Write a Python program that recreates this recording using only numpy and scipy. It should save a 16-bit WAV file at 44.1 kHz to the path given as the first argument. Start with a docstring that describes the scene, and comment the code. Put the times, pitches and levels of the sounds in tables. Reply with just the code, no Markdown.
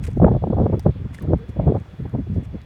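"""Gusty wind is heard first, right at a phone's microphone on a pebbly shore: a wandering low rumble, with
eddies that burst over the port as a thud and a quicker flutter, all shaped noise, and short bright slaps among
them. Behind the wind water washes softly in flickering bands of noise, with a thin wavering sine whine, and a
fine steady hiss lies under everything. Grit ticks and sand slides are bursts and grains of noise; a pebble
knock and water plips are ringing partials. A brief low hoot is a rising sine. The microphone cuts deep bass and
top and rounds the loudest buffets."""
import sys
import numpy as np
from scipy import signal
from scipy.fft import rfft, irfft
from scipy.io import wavfile
from scipy.ndimage import uniform_filter1d

SR = 44100
rng = np.random.default_rng(int(sys.argv[2]) if len(sys.argv) > 2 else 0)


def digitize_waveform(pressure):
    """Quantize a signal to 16-bit integers and store it at the path in sys.argv[1].

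    Rows of a 2-D input are taken as channels; values are limited to [-1, 1].
    """
    field = np.atleast_2d(pressure).T
    bounded = np.clip(field, -1, 1)
    quanta = np.round(bounded * 32767).astype(np.int16)
    wavfile.write(sys.argv[1], SR, quanta)


N = 116865

# All levels are those ahead of the microphone's own filters and rounding.
# Low wind rumble between the eddies. Each row: time in seconds, level in dB before RUMBLE_LIFT_DB is added.
RUMBLE_LEVELS = [(0.0, -32.5), (0.21, -25), (0.36, -34), (0.57, -23), (0.74, -34.5), (1.04, -36),
                 (1.3, -55.5), (1.62, -36.5), (1.82, -45), (2.04, -51), (2.21, -34.5), (2.65, -44)]
RUMBLE_LIFT_DB, RUMBLE_TOP_HZ, RUMBLE_SLOPE = 4.5, 114, 3.56

# Water and far air behind the wind. Each row: frequency in Hz, relative spectrum level in dB.
WASH_COLOUR = [(200, 11), (700, 2.5), (1500, -1), (2200, -4.5), (3300, -10), (5000, -21), (9000, -31.5),
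               (17000, -37)]
WASH_DB = -49.5
WASH_BAND_OCT, WASH_FLICKER_DB, WASH_FLICKER_PER_S = 0.5, 2, 12

# Steady fine hiss. Each row: frequency in Hz, relative spectrum level in dB.
HISS_COLOUR = [(2000, -18.5), (4000, 4), (8000, -9), (17000, -12)]
HISS_DB = -74.5

WHINE_HZ, WHINE_DB = 3396, -67.5  # middle of a slow waver

# Eddies over the microphone port. Each row: centre in seconds, half length in ms (of the flutter; the thud
# is longer by THUD_STRETCH), thud level in dB, flutter level in dB, flutter corner in Hz.
EDDIES = [(0.028, 46, -26.5, -49, 553), (0.049, 7.7, -38, -58, 503), (0.087, 6.1, -34.5, -28.5, 452),
          (0.124, 15, -28, -51, 570), (0.175, 6.5, -26, -18, 300), (0.204, 3.1, -17, -38, 522),
          (0.223, 3.9, -4.5, -25.5, 634), (0.243, 19.8, -6.5, -8.5, 488), (0.281, 14, -35.5, -17, 630),
          (0.32, 26, -14, -24, 500), (0.352, 19.3, -14.5, -28, 500), (0.374, 2.7, -21, -28.5, 450),
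          (0.441, 18, -20.5, -33.5, 657), (0.476, 10, -25.5, -19.5, 320), (0.507, 7.1, -18, -16, 369),
          (0.534, 11, -22, -23.5, 600), (0.582, 19, -27.5, -25, 596), (0.611, 29, -20.5, -20.5, 550),
          (0.636, 45, -16.5, -27.5, 494), (0.664, 4.4, -33.5, -14, 546), (0.701, 10.5, -20, -29, 444),
          (0.74, 13.8, -14, -19.5, 598), (0.778, 11, -25, -26.5, 303), (0.866, 9.7, -11, -11, 481),
          (0.892, 12.2, -11.5, -24, 470), (0.918, 12, -45, -63, 400), (0.961, 9.5, -29, -38.5, 460),
          (1.014, 18, -31.5, -41, 398), (1.057, 12.5, -23.5, -36, 353), (1.111, 10.4, -31, -52, 640),
          (1.15, 25, -36, -66, 680), (1.19, 6.2, -35.5, -46, 724), (1.245, 27.4, -25, -33.5, 490),
          (1.286, 10.4, -17, -26, 322), (1.311, 19.8, -16.5, -20, 381), (1.338, 10.5, -11, -16, 512),
          (1.363, 6, -16, -56, 400), (1.412, 33, -35, -52, 525), (1.497, 6.1, -21.5, -32.5, 305),
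          (1.572, 9.9, -31, -31, 440), (1.599, 9.2, -15.5, -28.5, 684), (1.623, 41.5, -21.5, -33.5, 556),
          (1.657, 5.5, -27, -33, 450), (1.681, 15.6, -10, -18, 583), (1.7, 9.5, -14, -16.5, 470),
          (1.722, 7.8, -28, -19.5, 440), (1.757, 18, -18.5, -25.5, 666), (1.78, 7, -23.5, -38, 495),
          (1.811, 8.2, -28.5, -44.5, 520), (1.94, 9.9, -35.5, -49.5, 810), (2.002, 9.1, -25.5, -35, 460),
          (2.022, 20, -24.5, -58, 400), (2.058, 7.7, -22, -32, 466), (2.088, 34, -33.5, -60, 400),
          (2.15, 13, -18.5, -27, 505), (2.193, 17.8, -23, -23.5, 278), (2.223, 17, -43, -58.5, 396),
          (2.273, 4.5, -40.5, -33, 404), (2.3, 9.1, -20, -39.5, 400), (2.323, 19, -23, -41.5, 363),
          (2.379, 22.5, -18.5, -28.5, 370), (2.426, 9.1, -35, -34, 294), (2.475, 8.8, -27.5, -66, 430),
          (2.549, 15, -26.5, -32, 466), (2.59, 35, -51, -68, 400)]
THUD_LOW_HZ, THUD_TOP_HZ, THUD_SLOPE, THUD_STRETCH = 53.7, 189, 3.6, 1.153
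FLUTTER_LOW_HZ, FLUTTER_SLOPE, FLUTTER_ROUGH_DB = 194, 2.85, 4
BURST_SIZE = 8192  # samples; the swell peaks halfway
SKIRT = 2.15  # envelope exp(-|t / half|^SKIRT)
EVEN, EVEN_S = 0.66, 0.01  # how far a burst's noise is evened out, and over what time

# Sand slides. Each row: centre in seconds, half length in ms, level in dB before the grains modulate it.
SLIDES = [(0.049, 17, -47.5), (.072, 14.4, -51), (.11, 27, -64), (.18, 18, -66), (.73, 8, -74.5),
          (.802, 4.7, -55), (.835, 23, -66.5), (1.15, 17, -54.5), (1.185, 15, -58.5), (1.225, 8, -55.5),
          (1.495, 11, -63), (1.79, 25, -68), (2.35, 14, -65), (2.446, 14, -59)]
# Colour of sliding sand. Each row: frequency in Hz, relative spectrum level in dB.
SAND_COLOUR = [(800, -15), (1500, -2.5), (2400, 0), (3400, -9), (6750, -9), (9000, -10.5), (17000, -28)]
SAND_GRAINS_PER_S, SAND_GRAIN_S = 860, 0.0023

# Grit ticks. Each row: time in seconds (onset 0.6 ms earlier), level in dB before the decay, centre in Hz.
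TICKS = [(0.1049, -55, 6550), (0.133, -52.5, 6300), (0.1965, -56, 5900), (0.796, -44.5, 7500),
         (1.141, -49, 8700), (1.1473, -45, 9400), (1.1572, -68, 8300), (1.1779, -65, 7300),
         (1.1857, -63, 5700), (1.1978, -55, 8000), (1.2073, -49, 4700), (1.224, -42, 13600),
         (1.384, -58, 8130), (1.3957, -65, 6100), (1.4328, -65, 5800), (1.4902, -71, 7400),
         (1.502, -56, 7000), (1.8013, -53.5, 5670), (2.096, -57, 7160), (2.3454, -55, 5660),
         (2.3829, -53.5, 5300), (2.4493, -58, 6600), (2.6173, -52, 4800)]
TICK_T60_S, TICK_WIDTH = 0.0072, 0.39  # width in natural log of frequency

# Sharp slaps inside the eddies. Each row: start in seconds (the peak is one half length later), level in dB,
# treble slope of the filter in steps of 6 dB an octave (a burst then applies half as much again).
SLAPS = [(0.172, -26.5, 4), (0.2, -17, 4), (0.217, -11, 4), (0.223, -8.5, 3.5), (0.244, -9.5, 3.5),
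         (0.265, -12, 4), (0.281, -12, 4.5), (0.315, -18, 3.5), (0.341, -29.5, 5), (0.349, -20, 4.2),
         (0.364, -18, 4), (0.423, -26, 5), (0.439, -14.5, 3.5), (0.471, -23.5, 4.5), (0.502, -25, 4.2),
         (0.53, -15, 4), (0.568, -22.5, 4), (0.584, -17, 4.2), (0.6, -19.5, 3.5), (0.632, -23, 4.2),
         (0.657, -23, 3.5), (0.698, -23, 4), (0.726, -23.5, 4.5), (0.741, -19, 4.2), (0.863, -9.5, 4.2),
         (1.334, -11, 4), (1.566, -36, 5), (1.597, -15.5, 4), (1.678, -13, 4), (1.72, -16.5, 5),
         (1.752, -20, 5), (2.148, -26, 3.5), (2.362, -31, 6), (2.545, -45, 4.2)]
SLAP_HALF_MS, SLAP_LOW_HZ, SLAP_TOP_HZ = 2.205, 294, 666

# Partials of the pebble knock. Each row: pitch in Hz, relative level in dB, T60 in seconds.
PEBBLE = [(820, 3, 0.017), (2160, -10, .008), (3880, -7, 0.0106), (5170, -1, 0.011), (5650, -9, .008),
          (8770, -5, 0.0087), (12200, -7, .006), (14800, -8, .006), (15700, -13, .006)]
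KNOCK_S, KNOCK_DB, KNOCK_SPREAD_S = 0.7946, -40, 0.0026

# Small water plips and gurgles. Each row: start in seconds, peak in dB, starting pitch in Hz, T60 in seconds.
PLIPS = [(1.075, -42, 1290, 0.0069), (1.108, -39, 1476, .008), (1.132, -39, 1100, 0.0088),
         (1.1468, -31.5, 2060, 0.012), (1.187, -32, 1754, .025), (1.211, -40.5, 1110, 0.043),
         (1.274, -42, 1314, 0.046), (1.389, -47, 1270, 0.012), (1.398, -41, 1200, .01),
         (1.858, -36.5, 790, 0.011)]
PLIP_GLIDE = 0.044  # the mean pitch since the start has risen by this fraction after one T60

# A brief low hoot. Each row: centre in seconds, half length in ms, level in dB, pitch at the centre in Hz.
HOOT = [(1.418, 41, -43, 458.4)]
HOOT_RISE_HZ_PER_S, HOOT_ROUGH_DB = 500, 2

MIC_LOW_HZ, MIC_TOP_HZ, CEILING = 39, 17700, 1.04  # ceiling in linear amplitude


def undb(db):
    """Level in dB to linear gain."""
    return 10 ** (np.asarray(db) / 20)


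def unit(x):
    """Scale to an RMS of 1."""
    return x / np.sqrt(np.mean(x ** 2))


def slopes(size, low_hz, top_hz, slope):
    """Gain per bin: steep cut under low_hz, a fall of 6 * slope dB an octave over top_hz."""
    f = np.arange(size // 2 + 1) * SR / size + 1e-3
    return 1 / np.sqrt((1 + (low_hz / f) ** 6) * (1 + (f / top_hz) ** (2 * slope)))


def coloured(points):
    """Noise of RMS 1 with a spectrum drawn through (Hz, dB) points on a log frequency axis."""
    p = np.array(points, float)
    f = np.arange(N // 2 + 1) * SR / N + 1
    gain = undb(np.interp(np.log(f), np.log(p[:, 0]), p[:, 1]))
    return unit(irfft(rfft(rng.standard_normal(N)) * gain, N))


def walk(rate, size=N):
    """Smooth random wander, spread about 1, from noise averaged twice over 1 / rate seconds."""
    k = int(SR / rate)
    noise = rng.standard_normal(size + 4 * k)
    smooth = uniform_filter1d(uniform_filter1d(noise, k), k)[2 * k:2 * k + size]
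    return smooth * np.sqrt(1.5 * k)


def add(out, x, start):
    """Mix x into out from sample start."""
    a, b = max(start, 0), min(start + len(x), len(out))
    out[a:b] += x[a - start:b - start]


def burst(half_s, gain, db, rough=1):
    """One swell of turbulent noise, filtered before and after its envelope, whose energy is set by db."""
    t = (np.arange(BURST_SIZE) - BURST_SIZE // 2) / SR
    bell = np.exp(-np.abs(t / half_s) ** SKIRT)
    x = irfft(rfft(rng.standard_normal(BURST_SIZE) * rough) * gain, BURST_SIZE)
    local_power = uniform_filter1d(x ** 2, int(EVEN_S * SR))
    swell = x / local_power ** (EVEN / 2) * bell
    x = irfft(rfft(swell) * np.sqrt(gain), BURST_SIZE)
    return x * undb(db) * np.sqrt(np.sum(bell ** 2) / np.sum(x ** 2))


def ring(hz, t60, glide=0.):
    """A partial that decays exponentially and may rise in pitch."""
    t = np.arange(3000) / SR
    return np.sin(2 * np.pi * hz * t * (1 + glide * t / t60)) * np.exp(-np.log(1000) * t / t60)


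def rumble():
    """Wind turbulence at the microphone: low filtered noise whose level follows a curve and wanders."""
    s, db = np.array(RUMBLE_LEVELS).T
    gain = slopes(N, THUD_LOW_HZ, RUMBLE_TOP_HZ, RUMBLE_SLOPE)
    noise = unit(irfft(rfft(rng.standard_normal(N)) * gain, N))
    level = np.interp(np.arange(N) / SR, s, db) + RUMBLE_LIFT_DB
    return noise * undb(level + 0.83 * walk(28))


def wash():
    """Soft water wash behind the wind: noise in overlapping bands that flicker each on their own."""
    bins = rfft(coloured(WASH_COLOUR))
    place = np.log2(np.arange(N // 2 + 1) * SR / N + 1) / WASH_BAND_OCT
    out = np.zeros(N)
    for k in range(12, 30):  # band centres from 64 Hz up
        band = irfft(bins * np.clip(1 - np.abs(place - k), 0, 1), N)
        out += band * undb(WASH_FLICKER_DB * walk(WASH_FLICKER_PER_S))
    return out * undb(WASH_DB)


def hiss():
    """Steady fine hiss: coloured noise at a fixed level."""
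    return coloured(HISS_COLOUR) * undb(HISS_DB)


def whine():
    """Thin sine whose pitch wavers by a few Hz and whose level wavers by a few dB."""
    pitch = WHINE_HZ + 1.9 * walk(3.1)
    return np.sin(2 * np.pi * np.cumsum(pitch) / SR) * undb(WHINE_DB + 2.1 * walk(18.7))


def eddies():
    """Each eddy bursts over the port as a long low thud and a shorter, brighter, rougher flutter."""
    out = np.zeros(N)
    thud_gain = slopes(BURST_SIZE, THUD_LOW_HZ, THUD_TOP_HZ, THUD_SLOPE)
    for at, ms, thud_db, flutter_db, hz in EDDIES:
        start = int(at * SR) - BURST_SIZE // 2
        add(out, burst(THUD_STRETCH * ms / 1000, thud_gain, thud_db), start)
        rough = undb(FLUTTER_ROUGH_DB * walk(148, size=BURST_SIZE))
        flutter_gain = slopes(BURST_SIZE, FLUTTER_LOW_HZ, hz, FLUTTER_SLOPE)
        add(out, burst(ms / 1000, flutter_gain, flutter_db, rough), start)
    return out


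def sand_slides():
    """Sliding sand: coloured noise in short swells, modulated by random decaying grain impacts."""
    t = np.arange(N) / SR
    swell = sum(undb(db) * np.exp(-np.abs((t - at) * 1000 / ms) ** 2) for at, ms, db in SLIDES)
    impacts = (rng.random(N) < SAND_GRAINS_PER_S / SR) * rng.exponential(1, N)
    grains = unit(signal.lfilter([1], [1, -np.exp(-1 / (SAND_GRAIN_S * SR))], impacts))
    return coloured(SAND_COLOUR) * swell * (0.35 + grains)


def grit_ticks():
    """Each tick of grit is a band of noise with a sudden start and an exponential decay."""
    out = np.zeros(N)
    f = np.arange(513) * SR / 1024 + 1
    decay = np.exp(-np.log(1000) * np.arange(1024) / SR / TICK_T60_S)
    for at, db, hz in TICKS:
        band = np.exp(-(np.log(f / hz) / TICK_WIDTH) ** 2)
        noise = unit(irfft(rfft(rng.standard_normal(1024)) * band))
        add(out, noise * decay * undb(db), int((at - 0.0006) * SR))
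    return out


def slaps():
    """Very short, bright pressure kicks at the microphone, each a filtered noise burst."""
    out = np.zeros(N)
    half_s = SLAP_HALF_MS / 1000
    for at, db, fall in SLAPS:
        gain = slopes(BURST_SIZE, SLAP_LOW_HZ, SLAP_TOP_HZ, fall)
        add(out, burst(half_s, gain, db), int((at + half_s) * SR) - BURST_SIZE // 2)
    return out


def pebble_knock():
    """A pebble's ringing partials, excited by a decaying crunch of noise and faded over 10 ms."""
    out = np.zeros(N)
    crunch = rng.standard_normal(400) * np.exp(-np.arange(400) / SR / KNOCK_SPREAD_S)
    body = sum(undb(db) * ring(hz, t60) for hz, db, t60 in PEBBLE)
    knock = unit(np.convolve(body, crunch)[:441])
    add(out, knock * undb(KNOCK_DB) * np.hanning(882)[441:], int(KNOCK_S * SR))
    return out


def water_plips():
    """Each plip or gurgle of water is one decaying sine that rises a little in pitch."""
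    out = np.zeros(N)
    for at, db, hz, t60 in PLIPS:
        add(out, undb(db) * ring(hz, t60, PLIP_GLIDE), int(at * SR))
    return out


def low_hoot():
    """A sine that rises in pitch under a flat-topped swell, unsteady in pitch and level."""
    t = np.arange(N) / SR
    out = np.zeros(N)
    for at, ms, db, hz in HOOT:
        pitch = hz + HOOT_RISE_HZ_PER_S * np.clip(t - at, -0.1, 0.1) + 20 * walk(65)
        swell = np.exp(-((t - at) * 1000 / ms) ** 4)
        out += np.sin(2 * np.pi * np.cumsum(pitch) / SR) * undb(db + HOOT_ROUGH_DB * walk(72)) * swell
    return out


def scene():
    """Wind close on the microphone, the shore behind it, and the small sounds of sand, stone and water."""
    wind = rumble() + eddies() + slaps()
    shore = wash() + hiss() + whine() + low_hoot()
    ground = sand_slides() + grit_ticks() + pebble_knock() + water_plips()
    return (wind + shore + ground)[None]


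def record(dry):
    """The microphone: deep bass is cut, the loudest buffets are rounded by tanh, the top is cut."""
    bass_cut = signal.butter(3, MIC_LOW_HZ, "high", fs=SR, output="sos")
    top_cut = signal.ellip(8, 0.2, 40, MIC_TOP_HZ, fs=SR, output="sos")
    rounded = CEILING * np.tanh(signal.sosfilt(bass_cut, dry) / CEILING)
    return signal.sosfilt(top_cut, rounded)


dry = scene()
out = record(dry)
digitize_waveform(out)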